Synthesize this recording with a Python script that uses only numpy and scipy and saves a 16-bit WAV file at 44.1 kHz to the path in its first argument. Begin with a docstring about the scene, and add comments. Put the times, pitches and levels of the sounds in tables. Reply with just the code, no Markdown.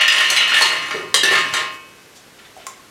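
"""A sharp clatter and a bright metal ring: a hand stirs lots in small hard capsules round a trophy cup.
Every hit on the big cup's wall clacks and keeps the metal ringing, over a low boom from its stand.
The capsules settle, are stirred once more, and the ring dies away. Fingers lift one out and rub it;
its halves snap apart and the air inside pops. One microphone hears it a few steps away in a bare office."""
import sys
import numpy as np
from scipy import signal
from scipy.fft import rfft, irfft, next_fast_len
from scipy.io import wavfile
from scipy.ndimage import uniform_filter1d

SR = 44100
rng = np.random.default_rng(int(sys.argv[2]) if len(sys.argv) > 2 else 0)


def write(x):
    x = np.atleast_2d(x).T
    wavfile.write(sys.argv[1], SR, np.round(np.clip(x, -1, 1) * 32767).astype(np.int16))


N = 127890


def amp(db):
    """Turn decibels into a plain multiplier."""
    return 10 ** (np.asarray(db) / 20)


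def unit(x):
    """Scale a signal to an average power of 1."""
    return x / np.sqrt(np.mean(x ** 2) + 1e-20)


def along(points, hz):
    """Read between (frequency, value) points on a log frequency axis."""
    freqs, values = np.transpose(points)
    return np.interp(np.log(hz + 1), np.log(freqs + 1), values)


def fade(t, t60):
    """Die away by 60 dB in t60 seconds, the fade time."""
    return np.exp(-np.log(1000) * t / t60)


def filtered(x, response):
    """Multiply each frequency in x by response(hz)."""
    n = x.shape[-1]
    padded = next_fast_len(n + SR // 20)
    return irfft(rfft(x, padded) * response(np.fft.rfftfreq(padded, 1 / SR)), padded)[..., :n]


def noise(spectrum, shape):
    """Noise of power 1; the spectrum sets only its tone colour."""
    return unit(filtered(rng.standard_normal(shape), lambda hz: amp(along(spectrum, hz))))


def placed(times, sounds):
    """Add each sound to one track at its start time."""
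    track = np.zeros(N + 2 * SR)
    for start, sound in zip(times, sounds):
        track[max(round(start * SR), 0):][:len(sound)] += sound
    return track[:N]


def bursts(times, db, t60):
    """A loudness curve that jumps up at each time, then fades."""
    t = np.arange(SR // 2) / SR
    return np.sqrt(placed(times, np.outer(amp(db), fade(t, t60)) ** 2))


def ringing(times, hz, db, t60, size, scatter_db=4):
    """Fading tones, mixed anew by each spot struck; db has a row per hit and a column per tone."""
    t = np.arange(size, dtype=np.float32) / SR
    hz, t60 = np.float32(hz)[:, None], np.float32(t60)[:, None]
    scatter = scatter_db * rng.uniform(-1.27, 1, db.shape) * np.sqrt(3)
    gains = amp(db + scatter) * rng.choice([-1, 1], db.shape)
    tones = np.sin(2 * np.pi * hz * t) * fade(t, t60)
    return placed(times, np.float32(gains) @ np.float32(tones))


def beating(hz, t60, spread, count=4):
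    """Close tones start as one, then drift out of step, so their sound wobbles."""
    t = np.arange(SR // 2) / SR
    close_hz = hz * (1 + spread * rng.standard_normal((count, 1)))
    return np.sin(2 * np.pi * close_hz * t).mean(axis=0) * fade(t, t60)


# How hard the hand stirs. Depth is the extra bass of a hit low in the bowl: t/s, level/dB, depth/dB
STIRRING = [(0, 9.5, -5), (.06, -8.5, -22), (.15, 2.5, -3), (.27, 0, -20), (.4, -1.5, -4),
            (0.459, 0.5, -6.5), (0.569, 3.5, -1.5), (.63, -6, -2), (.72, -3.5, 11), (.8, -8, -1.5),
            (.95, -14.5, 16.5), (1.04, -25.5, 24.5), (1.2, -31.5, 0), (1.281, 0, 4.5), (1.35, 2, 1),
            (1.42, -8.5, 5.5), (1.52, -13.5, 4.5), (1.558, 3, 1), (1.631, -20, 26.5), (1.7, -30, 16),
            (1.801, -55, 4)]
# The hard knocks on the wall: t/s, level/dB, brightness/dB, depth/dB, ping f/Hz, ping level/dB
KNOCKS = [(0.0119, 0, -5.5, -15, 1805, -9.5), (0.0318, -21, 12, -11, 1865, -20),
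          (.0797, -7.5, 12.5, -48, 4970, -16), (.0835, -9.5, 10, -39, 1865, -12),
          (0.1004, -10, -4, -4, 2893, -13.5), (0.1232, -11, 9.5, 5, 4770, -27),
          (0.183, -5, -1, 3, 3230, -15.5), (0.207, -3.5, -6, 2.5, 1822, -13),
          (0.3011, -9.5, 14.5, 13.5, 4290, -13.5), (0.3642, -3, 4.5, -17, 3350, -13.5),
          (0.3711, -2.5, -6, -7, 4046, -14), (0.4124, -4.5, -34, -31, 2580, -18),
          (0.5433, -3.5, 3, -28, 1780, -13), (0.6103, -5, 2, 11.5, 880, -18.5),
          (0.6209, -7.5, 13.5, -24, 4338, -9), (0.6562, -13.5, 9, -7, 2822, -12.5),
          (0.9089, -10, -5.5, 4.5, 1250, -26.5), (1.1426, -8.5, 17, 1, 3258, -12.5),
          (1.2333, -5, 11.5, 0.5, 1758, -10.5), (1.2529, -11.5, 3, 9, 1790, -10.5),
          (1.3356, -13.5, 3, 7, 1772, -11), (1.3518, -2.5, -8.5, 11, 3000, -25),
          (1.5378, -6.5, 4, 8.5, 3140, -20)]

def capsule_hits(count=260, stir_s=1.8):
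    """Time, level, brightness and depth of the hard knocks and of a rattle that follows the stirring."""
    jitter = rng.random(count)
    scatter = np.clip(rng.standard_normal((count, 2)), -2, 1)
    times = (np.arange(count) + 2 * jitter) * stir_s / count
    stir_times, stir_db, stir_depth = np.transpose(STIRRING)
    db = np.interp(times, stir_times, stir_db) - 12.5 + 3 * scatter[:, 0]
    bright = -5 + 8 * scatter[:, 1]
    rattle = np.column_stack([times, db, bright, np.interp(times, stir_times, stir_depth)])
    return np.vstack([np.array(KNOCKS)[:, :-2], rattle]).T


def pings(overtone_ratio=1.505, overtone_db=-8):
    """A hard knock rings the wall at the pitch of the spot it hits, plus one higher tone."""
    ring = lambda hz: beating(hz, t60=0.17, spread=0.0071)
    sounds = [amp(db) * (ring(hz) + amp(overtone_db) * ring(overtone_ratio * hz))
              for *_, hz, db in KNOCKS]
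    return placed([row[0] for row in KNOCKS], sounds)


# How much of a hit's depth is added to each pitch's level: f/Hz, share
DEPTH_SHARE = [(600, 0.57), (1100, 0.83), (2000, 0.2), (2900, -0.22), (5000, 0.16)]
# The cup's own long-lasting tones: f/Hz, level/dB, fade time/s
CUP_TONES = [(620, -7, .5), (835, -11, .5), (1068, -6, .65), (1225, -2, .6), (1378, -10, .55),
             (1414, -5, .55), (1555, -22, 1.9), (1785, 0, .35), (1822, -1, .3), (1867, 3, .55),
             (2068, 2, .5), (2229, 1, .85), (2385, -12, 1), (2423, -6, .85), (2476, -8, .7),
             (2574, -3, 1.1), (2628, -4, .7), (2768, 0, .6), (2832, 6, .6), (2944, 0, .75), (3073, -3, .85),
             (3263, -1, .45), (3596, -6, .4), (3820, -8, .5), (4210, -7, .4), (4323, -6, .45),
             (4930, -8, .5), (5200, -12, .5), (5846, -13, .35), (6500, -12, .35)]

def cup_ring(times, db, depth, ring_db=-28.5, scatter_db=2.5, already_ringing_db=2.5):
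    """Each hit feeds the cup's tones energy and jolts their phase, more so the bigger its share."""
    hit_samples = np.round(np.abs(times) * SR).astype(int)
    ring = np.zeros(N)
    for hz, level, t60 in CUP_TONES:
        scatter, jolt = rng.standard_normal((2, len(times)))
        hit_energy = amp(db + depth * along(DEPTH_SHARE, hz) + scatter_db * scatter) ** 2
        feed = np.bincount(hit_samples, hit_energy, N)
        feed[0] += amp(already_ringing_db) ** 2
        energy = signal.lfilter([1], [1, -fade(1 / SR, t60) ** 2], feed)  # builds up and leaks away
        jumps = jolt * np.sqrt(hit_energy / energy[hit_samples])
        phase = np.cumsum(np.bincount(hit_samples, jumps, N)) + 2 * np.pi * rng.random()
        tone = np.sin(2 * np.pi * hz * np.arange(N) / SR + phase)
        ring += amp(ring_db + level) * np.sqrt(energy) * tone
    return ring


# How much of a hit's brightness reaches each pitch: f/Hz, share
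BRIGHT_SHARE = [(2200, 0.012), (6000, 0.85)]
# Tone colour of a capsule's dry clack: f/Hz, level/dB
CLACK_COLOUR = [(100, -29), (700, -3), (1100, 1), (1450, 10.5), (1830, -1.5), (2350, -7), (2900, -1.5),
                (4200, -4.5), (6000, -3), (9000, -15.5), (15500, -25)]

def clacks(times, db, bright):
    """Each hit makes a tiny crack and a short clack; bright hits carry more treble."""
    def loudness(level):
        clack = bursts(times, level - 15, t60=0.024)
        crack = bursts(times, level - 25.5, t60=0.0025)
        return np.hypot(clack, crack)

    whole = noise(CLACK_COLOUR, N)
    treble = filtered(whole, lambda hz: along(BRIGHT_SHARE, hz))
    return (whole - treble) * loudness(db) + treble * loudness(db + bright)


# The wall's loud, short tones: f/Hz, level/dB, fade time/s
CLANG_TONES = [(1790, -26, .12), (1860, -25, .14), (2810, -23, .15), (2860, -24, .14)]

def clang(times, db, depth):
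    """One hit after another adds or cancels, so the wall's clang flares and wobbles."""
    hz, level, t60 = np.transpose(CLANG_TONES)
    hit_db = db - 0.09 * depth  # hits deep in the bowl clang less
    return ringing(times, hz, hit_db[:, None] + level, t60, size=SR // 3)


# Tone colour of the wall's many weaker tones: f/Hz, level/dB
SHIMMER_COLOUR = [(550, -29.5), (740, -19), (900, -16.5), (1100, -7), (1500, -14), (1800, 3), (2500, -1.5),
                  (3100, -2.5), (4300, -2.5), (5500, -11.5), (8000, -11.5), (11000, -15), (16000, -29)]
# How long they last: f/Hz, fade time/s
SHIMMER_FADE = [(500, 0.2), (3000, 0.17), (8000, 0.17), (15000, 0.047)]

def shimmer(times, db, bright, depth, count=360, shimmer_db=-19, spot_db=7):
    """A crowd of short wall tones; every spot struck brings out different groups of them."""
    hz = 550 + 15300 * ((np.arange(count) + rng.random(count)) / count) ** 1.5
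    level = shimmer_db + db[:, None] + along(SHIMMER_COLOUR, hz)
    level += np.outer(bright, along(BRIGHT_SHARE, hz)) + np.outer(depth, along(DEPTH_SHARE, hz))
    groups = unit(uniform_filter1d(rng.standard_normal(level.shape), size=6, axis=1))
    level += spot_db * np.tanh(2 * groups)
    return ringing(times, hz, level, along(SHIMMER_FADE, hz), size=SR // 2) / np.sqrt(count / 10)


# Tone colour of the cup's base on the table: f/Hz, level/dB
BASE_COLOUR = [(40, -40), (90, -39), (130, 1.5), (290, -7.5), (350, 9), (480, 6.5), (640, -3), (760, -5),
               (1500, -41)]
# Soft bumps of the hand in the cup: t/s, level/dB
HAND_BUMPS = [(0.941, -21.5), (0.989, -31), (1.144, -26), (1.235, -21), (1.311, -23)]

def thuds(times, db):
    """The capsules and the hand shake the cup's base."""
    from_capsules = bursts(times, db - 36.5, t60=0.12)
    from_hand = bursts(*np.transpose(HAND_BUMPS), t60=0.11)
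    return noise(BASE_COLOUR, N) * np.hypot(from_capsules, from_hand)


# Tone colour of the stand: f/Hz, level/dB
STAND_COLOUR = [(30, -32), (70, -28), (88, -4), (130, 0), (148, -9), (165, 10), (185, -16), (280, 2),
                (2000, -40)]
# How its boom swells and fades: t/s, level/dB
BOOM_LEVEL = [(0, -56.5), (.8, -47), (1.28, -46.5), (1.4, -39), (1.55, -43.5), (1.9, -60.5), (2.2, -70)]

def stand_boom():
    """The stand under the cup gives a low drone."""
    db = np.interp(np.arange(N) / SR, *np.transpose(BOOM_LEVEL))
    return noise(STAND_COLOUR, N) * amp(db)


# Tone colour of the background: f/Hz, level/dB
BACKGROUND_COLOUR = [(15, -46), (25, -11), (137, -2.5), (427, 1.5), (675, -4.5), (1690, -4), (6710, -12),
                     (13500, -19), (15900, -31)]

def background(db=-46.5):
    """A faint, steady rush lies under everything."""
    return amp(db) * noise(BACKGROUND_COLOUR, N)


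# How long the office echoes: f/Hz, fade time/s
ECHO_FADE = [(150, 0.61), (1000, 0.49), (4000, 0.43), (12000, 0.2)]

def office_echo(x, onset_s=0.0014):
    """The bare room smears each sound into a tail whose treble dies first."""
    hz, t, bands = signal.stft(rng.standard_normal(SR // 2), SR, nperseg=256)
    _, tail = signal.istft(bands * fade(t, along(ECHO_FADE, hz)[:, None]), SR, nperseg=256)
    tail *= 1 - np.exp(-(np.arange(len(tail)) / SR / onset_s) ** 2)
    return signal.fftconvolve(x, tail / np.linalg.norm(tail))[:N]


# The tones of the cup's rim: f/Hz, level/dB, fade time/s
RIM_TONES = [(1147, -4, 0.095), (1785, 2, 0.063), (2055, 0.5, 0.049), (2860, -2, 0.9), (3215, 1.5, 0.39),
             (3960, 7.5, 0.035), (4730, 3, 0.056), (5830, -1, .07), (7500, -4, 0.087), (8930, 1.5, 0.08)]

def rim_clink(start_s=1.1426, clink_db=-13):
    """One hit high on the rim gives a bright, harsh clink."""
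    tones = [amp(clink_db + db) * rng.choice([-1, 1]) * beating(hz, t60, spread=0.018)
             for hz, db, t60 in RIM_TONES]
    return placed([start_s], [sum(tones)])


# Finger strokes on the drawn capsule: t/s, length/s, level/dB, centre f/Hz
RUBS = [(1.705, 0.07, -49, 6900), (2.141, 0.056, -46, 4840), (2.375, 0.041, -44, 2170),
        (2.436, 0.044, -45.5, 2300), (2.563, 0.1, -46.5, 2400)]

def finger_rubs(width_octaves=0.67):
    """Fingers pick out a capsule and rub it; each stroke is a soft swell of hiss."""
    rubs = []
    for _, length, db, centre in RUBS:
        band = lambda hz: np.exp(-.5 * (np.log2((hz + 1) / centre) / width_octaves) ** 2)
        hiss = unit(filtered(rng.standard_normal(SR // 4), band))
        swell = np.hanning(int(length * SR))
        rubs.append(amp(db) * swell * hiss[:len(swell)])
    return placed([row[0] for row in RUBS], rubs)


# Tone colour of the shell's snap: f/Hz, level/dB
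SNAP_COLOUR = [(200, -12), (900, 4), (1600, -2), (2200, 1), (3200, -0.5), (4500, -8), (6500, 5), (9000, -3),
               (15000, -12)]
# The capsule gives, then pops open: t/s, level/dB, air f/Hz, extra snap level/dB
POPS = [(2.566, -32, 770, -14), (2.574, -33, 694, -7), (2.6672, -23, 1083, 2)]

def capsule_pops(glide_per_s=-1.8):
    """The halves snap apart and the air in the shell rings, its pitch sliding down as the gap changes."""
    t = np.arange(SR // 4) / SR
    sounds = []
    for _, db, hz, snap_db in POPS:
        air = np.sin(2 * np.pi * hz * (t + glide_per_s * t ** 2 / 2)) * fade(t, t60=0.041)
        snap = amp(snap_db) * noise(SNAP_COLOUR, len(t)) * fade(t, t60=0.019)
        sounds.append(amp(db) * (air + snap))
    return placed([row[0] for row in POPS], sounds)


def scene(low_cut_hz=242):
    """Cup, capsules and hand in the office, the same on both channels."""
    times, db, bright, depth = capsule_hits()
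    ring = cup_ring(times, db, depth)
    short_sounds = clang(times, db, depth) + shimmer(times, db, bright, depth)
    short_sounds += clacks(times, db, bright) + thuds(times, db + depth) + pings()
    short_sounds += rim_clink() + finger_rubs() + capsule_pops()
    echo = office_echo(amp(-2) * short_sounds + amp(-9) * ring)
    low_cut = signal.butter(2, low_cut_hz, "high", fs=SR, output="sos")
    mono = signal.sosfilt(low_cut, ring + short_sounds + echo) + stand_boom() + background()
    return np.array([mono, mono])


def record(dry, ceiling=1.15, top_hz=15900):
    """Round off the loudest peaks and remove the very highest treble."""
    rounded = dry / (1 + (dry / ceiling) ** 4) ** (1 / 4)
    return filtered(rounded, lambda hz: hz < top_hz)


dry = scene()
out = record(dry)
write(out)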